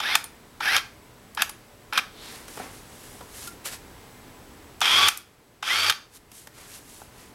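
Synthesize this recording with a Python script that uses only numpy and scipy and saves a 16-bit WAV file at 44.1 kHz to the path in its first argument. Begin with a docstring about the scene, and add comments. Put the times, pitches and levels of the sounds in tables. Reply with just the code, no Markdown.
"""On a table in a small room, close to the microphone, someone handles a folding instant camera.
Its lens motor runs six times: a clack, gears rattling and whining up to speed, then a hard snap
against the stop, often followed by a spring's tick. After the fourth run, hands unfold the camera
with a thin metal scrape, rub its shell and knock it softly on the table. The walls give a short
echo, and a low room rumble lies under it all."""
import sys
import numpy as np
from scipy import signal
from scipy.fft import rfft, irfft, next_fast_len
from scipy.io import wavfile

SR = 44100
rng = np.random.default_rng(int(sys.argv[2]) if len(sys.argv) > 2 else 0)


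def file_out(sig):
    """Save sig as 16-bit WAV at sys.argv[1]."""
    # one column per channel
    cols = np.atleast_2d(sig).T
    # limit, then scale
    lim = np.clip(cols, -1, 1)
    pcm = np.round(lim * 32767).astype(np.int16)
    wavfile.write(sys.argv[1], SR, pcm)


N = 323694
T = np.arange(N) / SR

# The tone of the room's rumble and hiss. Each row: pitch in Hz, level in dB.
NOISE_COLOUR = [(15, -43), (25, 0), (120, -0.5), (153, -4), (249, -1.5), (363, -4.5), (439, -2.5),
                (591, -10.5), (695, -7.5), (1400, -12), (2050, -13.5), (2350, -15.5), (5880, -21),
                (7920, -23), (16000, -21.5)]
# How loud that noise is over time. Each row: time in seconds, level in dB.
NOISE_LEVELS = [(0, -51), (1.9, -51.5), (2.3, -47.5), (4.0, -47.5), (4.75, -49), (5.25, -57), (6.2, -56.5),
                (6.85, -51.5), (7.34, -50.5)]
# Faint hums. Each row: pitch in Hz, width in Hz, level in dB compared with the noise.
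HUMS = [(120.6, 2.4, -17.5), (584.4, 8.2, -19), (1002, 4.7, -19.5), (2090, 8, -25), (3040, 8, -32),
        (7860, 194, -20)]

# Motor runs. Each row: start, stop and spin-up time in seconds, rattle level in dB, swell in dB,
# tilt in dB per octave (more is brighter), base levels of the whine's odd and even harmonics in dB,
# buzz pitch in Hz, buzz level in dB.
MOTOR_RUNS = [(-.012, .152, 0.053, -27, 18, -0.3, -34, -32, 3570, -33),
              (.602, 0.784, .056, -22, 20.5, 0.2, -45, -28, 1600, -29.5),
              (1.371, 1.433, .054, -26.5, 9.5, -.5, -44, -38, 1680, -31.5),
              (1.924, 1.998, .054, -24.5, 11.5, -0.7, -42, -36.5, 2400, -30.5),
              (4.812, 5.082, .052, -20.5, 8, -0.25, -26.5, -34, 3330, -23.5),
              (5.624, 5.914, 0.044, -24, 22, 0.4, -44.5, -31, 3340, -33.5)]
# The notes the camera's shell rings at. Each row: pitch in Hz, width in Hz, gain in dB.
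SHELL_NOTES = [(858, 130, 5), (1192, 140, 3), (1350, 120, 5), (1528, 110, 1.5), (1690, 26, -5),
               (2355, 280, -3), (2520, 130, -4.5), (3168, 90, 4), (3550, 110, -0.5), (4880, 290, -9)]
# The rattle's tone with the body folded, and open. Each row: pitch in Hz, level in dB.
RATTLE_FOLDED = [(80, -45), (200, -12.5), (400, -15), (600, -13), (850, -9.5), (1200, -10), (1650, -3.5),
                 (2300, -1.5), (3200, -5), (4100, -9), (5600, -6.5), (7000, -24), (9500, -18.5),
                 (11600, -13.5), (13500, -25), (16000, -28)]
RATTLE_OPEN = [(80, -39), (200, -18.5), (400, -11.5), (600, -13.5), (850, -12.5), (1200, -6), (1650, -6),
               (2300, -3), (3200, -2.5), (4100, -7.5), (5300, -6), (7500, -16), (11500, -15.5),
               (13500, -20.5), (16000, -29)]
# Resonances that lift the whine, folded and open. Each row: pitch in Hz, lift in dB.
LIFTS_FOLDED = [(1680, 16), (2200, 5), (3700, 10)]
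LIFTS_OPEN = [(2030, 8.5), (3300, 10), (4540, 8.7)]

# Five kinds of hit. Each row: start in seconds, length in seconds, level in dB, tilt in dB per octave.
CLACKS = [(.001, 0.007, -29, 2), (.605, 0.0052, -30, -1.5), (1.373, 0.0049, -30.5, -2.7),
          (1.9245, .0068, -33.5, -3), (4.8145, 0.0064, -20, 1.8), (5.6255, 0.0066, -31.5, 0.5)]  # the gears take up their slack
SNAPS = [(.153, 0.0036, -14.5, -.8), (.764, 0.003, -15.5, 1), (1.4195, 0.0033, -17.5, 0.5),
         (1.9748, 0.0076, -18, -1.2), (5.0835, 0.0049, -18, 1.2), (5.8965, 0.007, -17, 0.4)]  # the drive hits its far and near stop in turn
TICKS = [(.241, 0.0029, -30, 0.5), (1.3485, 0.0024, -38, 2.5), (1.493, 0.0054, -28.5, -2),
         (4.8055, .0022, -24.5, -1.5), (5.1735, 0.0024, -34.5, 4.5), (6.316, 0.0038, -40, -1.5)]  # latch and spring
JOLTS = [(.776, 0.023, -34, 0), (1.933, .0032, -32.5, 5), (1.985, 0.0052, -32, 5),
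         (4.831, 0.0031, -29.5, 2), (4.9655, .0016, -22, -1), (5.922, 0.0035, -26.5, 0)]  # the gears jump a tooth or bounce off the stop
KNOCKS = [(2.481, 0.0046, -47, 2), (2.571, 0.012, -50, -2), (2.597, 0.0072, -50.5, -5),
          (3.207, 0.0082, -52, -2), (3.472, .01, -48, 5.5), (6.471, 0.005, -48, 2),
          (7.017, 0.0023, -53.5, -5.5)]  # shell and table bump softly
# Borders of the pitch bands in Hz, then the tone of each hard hit as one level in dB per band.
HIT_EDGES = [680, 1100, 1900, 2800, 4200, 7500, 14500]
CLACK_COLOUR = [-1.5, 0.5, -10, -3.5, -9.5, -17.5]
STOP_COLOURS = [
    [-10.5, -1, -1, 0, -2.5, -1.5],
    [-21, -1.6, -17, 0, -5.5, -9.5],
]  # far stop, then near stop
TICK_COLOUR = [-18.5, -19.5, -14.5, -14.5, -9, -3]
JOLT_COLOUR = [-18, -4.5, -2, -2.5, -13, -14.5]
# The same for the knocks: borders in Hz, then one level in dB per band.
KNOCK_EDGES = [60, 250, 700, 1800, 5000, 15000]
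KNOCK_COLOUR = [-16, 2.5, 4.5, 1, 1]
# Short rings of spring or shell. Each row: start in seconds, pitch in Hz, level in dB.
PINGS = [(0.24, 9400, -39), (1.493, 9800, -41), (2.482, 1700, -46), (3.209, 990, -42), (3.472, 1390, -38),
         (5.174, 9400, -48)]

# Hand strokes. Each row: peak time, rise and fall in seconds, level in dB, tilt in dB per octave.
RUBS = [(2.309, .11, 0.15, -49, 0.2), (2.52, .048, 0.18, -53, 3.2), (2.61, .043, 0.093, -48, -3.5),
        (2.76, 0.064, 0.068, -57.5, 3.5), (3.08, 0.23, 0.18, -57.5, 3.5), (3.42, 0.097, 0.084, -49.5, 4),
        (3.661, .012, 0.036, -38, 2), (3.73, 0.022, 0.035, -44.5, 2), (6.172, 0.045, .008, -57, 4),
        (6.365, .04, .084, -58, 5.5), (6.6, 0.06, 0.11, -53.5, 0.7), (6.755, 0.084, 0.047, -52, 3.5),
        (6.945, 0.11, 0.12, -59, 5), (7.21, .07, 0.082, -58, 1.5)]
# Their tone: band borders in Hz, then one level in dB per band.
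RUB_EDGES = [250, 1000, 2500, 6000, 13000]
RUB_COLOUR = [-4.5, -0.5, -1, -0.5]
# The ring of the sliding strut: pitch in Hz, width in Hz, level in dB.
STRUT_RING = (3700, 1700, -47)

# The echo's band borders in Hz, then its bands. Each row: seconds to fade by 60 dB, level in dB.
ECHO_EDGES = [200, 1000, 2900, 3900, 7000, 16000]
ECHO_BANDS = [(0.27, -11.5), (0.31, -12.5), (0.23, -33), (0.33, -13), (0.23, -13)]
# The microphone's tone. Each row: pitch in Hz, gain in dB.
MICROPHONE = [(100, 1), (11500, 0), (13500, -3.5), (15500, -3)]

TOOTH_HZ = 1159  # gear teeth meeting per second at full speed
PIVOT_HZ = 2500  # a tilt leaves this pitch unchanged
UNFOLD_S = 2.25  # the middle of the unfolding


def undb(db):
    """Turn decibels into a gain to multiply by."""
    return 10 ** (np.asarray(db) / 20)


def unit(x):
    """Scale a sound to an average (rms) level of 1."""
    return x / np.sqrt(np.mean(x ** 2) + 1e-20)


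def add(out, s, x):
    """Mix x into out, starting at s seconds."""
    i = int(s * SR)
    x, i = x[max(-i, 0):], max(i, 0)
    out[i:i + len(x)] += x[:N - i]


def band(x, lo, hi, order=3):
    """Keep the pitches between lo and hi Hz."""
    return signal.sosfilt(signal.butter(order, [lo, hi], "band", fs=SR, output="sos"), x)


def resonate(x, hz, width):
    """Let a sound ring around one pitch."""
    return signal.lfilter(*signal.iirpeak(hz, hz / width, fs=SR), x)


def narrow(x, hz, width):
    """Ring twice for a clearer pitch, scaled to level 1."""
    return unit(resonate(resonate(x, hz, width), hz, width))


def colour(x, points):
    """Shape the tone along a curve of (Hz, dB) points."""
    hz, db = np.transpose(points)
    size = next_fast_len(len(x))
    freqs = np.maximum(np.arange(size // 2 + 1) * SR / size, 1)
    gain = undb(np.interp(np.log(freqs), np.log(hz), db))
    return irfft(rfft(x, size) * gain, size)[:len(x)]


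def tilted(levels_db, edges, tilt_db):
    """Lean band levels by tilt_db per octave: harder contact is brighter."""
    centres = np.sqrt(np.multiply(edges[:-1], edges[1:]))
    return np.add(levels_db, tilt_db * np.log2(centres / PIVOT_HZ))


def walk(n, rate):
    """A random wander of size about 1 that turns rate times a second."""
    knots = rng.standard_normal(int(n / SR * rate) + 2)
    return unit(np.interp(np.arange(n) / SR * rate, np.arange(len(knots)), knots))


def contacts(n, spread_db):
    """A dense stream of tiny impacts of uneven size."""
    return unit(rng.standard_normal(n) * undb(spread_db * rng.standard_normal(n)))


def shell(x):
    """Every impact also makes the hollow shell ring."""
    return x + sum(undb(db) * resonate(x, hz, width) for hz, width, db in SHELL_NOTES)


def room_noise():
    """Rumble, hiss and faint hum; the level sinks at about five seconds and creeps back."""
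    noise = unit(colour(rng.standard_normal(N), NOISE_COLOUR))
    hum = sum(undb(db) * narrow(rng.standard_normal(N), hz, width) for hz, width, db in HUMS)
    return (noise + hum) * undb(np.interp(T, *np.transpose(NOISE_LEVELS)))


def gear_rattle(turn, spectrum, rattle_db, buzz_hz, buzz_db, flutter_db=1.57, buzz_q=9):
    """Loose gears collide in uneven flurries, bunched at each tooth, and set one part buzzing."""
    n = len(turn)
    drive = (1 + 0.29 * np.cos(TOOTH_HZ * turn)) * undb(flutter_db * walk(n, 333.8))
    rattle = unit(colour(shell(drive * contacts(n, spread_db=1.5)), spectrum))
    buzz = narrow(drive * contacts(n, spread_db=3.0), buzz_hz, buzz_hz / buzz_q)
    return undb(rattle_db) * rattle + undb(buzz_db) * buzz


def gear_whine(speed, turn, lifts, odd_db, even_db, octave_fall_db=4, waver_db=2.5, width_hz=115):
    """Meeting teeth make four rising harmonics; each sings out as it passes a resonance."""
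    whine = 0
    for k, db in enumerate([odd_db, even_db] * 2, 1):
        pitch = k * TOOTH_HZ * speed
        lift = sum(lift_db / (1 + ((pitch - hz) / width_hz) ** 2) for hz, lift_db in lifts)
        radiated = 1 - 1 / (1 + (pitch / 1020) ** 10)  # the small body gives off little below 1020 Hz
        gain = undb(db - octave_fall_db * np.log2(k) + lift + waver_db * walk(len(turn), 45.6))
        whine = whine + radiated * gain * np.sqrt(2) * np.sin(k * TOOTH_HZ * turn)
    return whine


def motor(run, wobble=0.0088, shaft_hz=94, ease_s=0.01):
    """The motor spins up, and its gears grow louder with speed until the stop."""
    start, stop, spin_up_s, rattle_db, swell_db, tilt_db, odd_db, even_db, buzz_hz, buzz_db = run
    tone, lifts = (RATTLE_FOLDED, LIFTS_FOLDED) if start < UNFOLD_S else (RATTLE_OPEN, LIFTS_OPEN)
    spectrum = [(hz, db + tilt_db * np.log2(hz / PIVOT_HZ)) for hz, db in tone]
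    length = stop - start
    t = np.arange(int((length + 0.011) * SR)) / SR
    speed = 1 - np.exp(-t / spin_up_s)
    # multiply turn by a full-speed pitch in Hz to get that tone's phase
    turn = 2 * np.pi * np.cumsum(speed * (1 + wobble * walk(len(t), 250))) / SR
    rattle = gear_rattle(turn, spectrum, rattle_db, buzz_hz, buzz_db)
    whine = gear_whine(speed, turn, lifts, odd_db, even_db)
    easing = 1 - np.exp(-np.maximum(length - t, 0) / ease_s)  # the whine fades just before the stop
    # the unbalanced shaft only shakes the body near full speed
    shake = undb(rattle_db - 25.5 + 2 * walk(len(t), 30)) * speed ** 10
    shaft = shake * np.sqrt(2) * np.sin(shaft_hz * turn)
    on_off = np.clip(t / .002, 0, 1) * np.exp(-np.maximum(t - length, 0) / 0.0014)
    swell = undb(-swell_db * (1 - speed) ** 1.44)
    return (rattle + whine * speed ** 2 * easing + shaft) * on_off * swell


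def hit(length, levels_db, edges, ring_share, ring_s, rise_share=0.14):
    """Parts chatter briefly, then the shell rings out; longer hits start more softly."""
    t = T[:SR // 16]
    rise = 1 - np.exp(-t / (rise_share * length))
    fade = np.exp(-(t / length) ** 2) + ring_share * np.exp(-t / ring_s)
    out = 0
    for lo, hi, db in zip(edges, edges[1:], levels_db):
        chatter = band(shell(rise * fade * contacts(len(t), spread_db=2.0)), lo, hi)
        level = np.sqrt(np.sum(chatter ** 2) / (length * SR))
        out = out + undb(db) * chatter / level
    return out


def ping(hz, fade_s=0.018, q=12):
    """A spring rings on after a tick, or the shell after a knock."""
    t = T[:SR // 5]
    return np.exp(-t / fade_s) * narrow(rng.standard_normal(len(t)), hz, hz / q)


def mechanism():
    """The camera's own sounds: motor runs, hard little hits and pings."""
    out = np.zeros(N)
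    for run in MOTOR_RUNS:
        add(out, run[0], motor(run))
    kinds = [(CLACKS, CLACK_COLOUR), (SNAPS[0::2], STOP_COLOURS[0]), (SNAPS[1::2], STOP_COLOURS[1]),
             (JOLTS, JOLT_COLOUR), (TICKS, TICK_COLOUR)]
    for events, tone in kinds:
        for start, length, db, tilt_db in events:
            levels_db = tilted(tone, HIT_EDGES, tilt_db)
            add(out, start, undb(db) * hit(length, levels_db, HIT_EDGES, ring_share=0.21, ring_s=0.0099))
    for start, hz, db in PINGS:
        add(out, start, undb(db) * ping(hz))
    return out


def strut_scrape(half_length_s=0.09):
    """A thin metal strut rings as it slides while the body unfolds."""
    hz, width, db = STRUT_RING
    swell = np.exp(-((T - UNFOLD_S) / half_length_s) ** 2)
    return undb(db) * swell * narrow(contacts(N, spread_db=1), hz, width)


def hand_rubs(grain_db=0.73):
    """Skin slides over shell and table top in grainy swells."""
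    out = np.zeros(N)
    for peak, rise, fall, rub_db, tilt_db in RUBS:
        t = np.arange(-2 * rise, 2 * fall, 1 / SR)
        swell = np.exp(-(t / np.where(t < 0, rise, fall)) ** 2)
        flicker = undb(grain_db * walk(len(t), 159))
        grains = 0
        for lo, hi, db in zip(RUB_EDGES, RUB_EDGES[1:], tilted(RUB_COLOUR, RUB_EDGES, tilt_db)):
            grains = grains + undb(db) * unit(band(contacts(len(t), spread_db=6), lo, hi, order=2))
        add(out, peak - 2 * rise, undb(rub_db) * swell * flicker * grains)
    return out


def table_knocks():
    """The camera bumps softly on the table."""
    out = np.zeros(N)
    for start, length, db, tilt_db in KNOCKS:
        levels_db = tilted(KNOCK_COLOUR, KNOCK_EDGES, tilt_db)
        add(out, start, undb(db) * hit(length, levels_db, KNOCK_EDGES, ring_share=0.15, ring_s=0.01))
    return out


def wall_echo(x, late_db=-19, late_fade_s=0.49, build_s=0.005):
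    """Near walls give a quick, dense echo and a fainter, longer tail."""
    t = T[:int(SR * .7)]
    build_up = 1 - np.exp(-(t / build_s) ** 2)
    response = 0
    for lo, hi, (fade_s, db) in zip(ECHO_EDGES, ECHO_EDGES[1:], ECHO_BANDS):
        decay = undb(-60 * t / fade_s) + undb(late_db - 60 * t / late_fade_s)
        tail = rng.standard_normal(len(t)) * decay * build_up
        response = response + undb(db) * band(tail / np.sqrt(np.sum(tail ** 2)), lo, hi, order=2)
    return signal.fftconvolve(x, response)[:N]


def scene(count=2):
    """The camera chatters differently in each direction: one reaches the microphone, all the walls."""
    handling = strut_scrape() + hand_rubs() + table_knocks()
    directions = [mechanism() for _ in range(count)]
    echo = sum(wall_echo(x + handling) for x in directions) / np.sqrt(count)
    return (directions[0] + handling + echo + room_noise())[None]


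def record(dry, top_hz=15900):
    """The microphone rounds off the hardest snaps, then dulls and cuts the highest treble."""
    rounded = .85 * np.tanh(dry[0] / .85)
    treble_cut = signal.ellip(10, .2, 70, top_hz, fs=SR, output="sos")
    return signal.sosfilt(treble_cut, colour(rounded, MICROPHONE))[None]


dry = scene()
out = record(dry)
file_out(out)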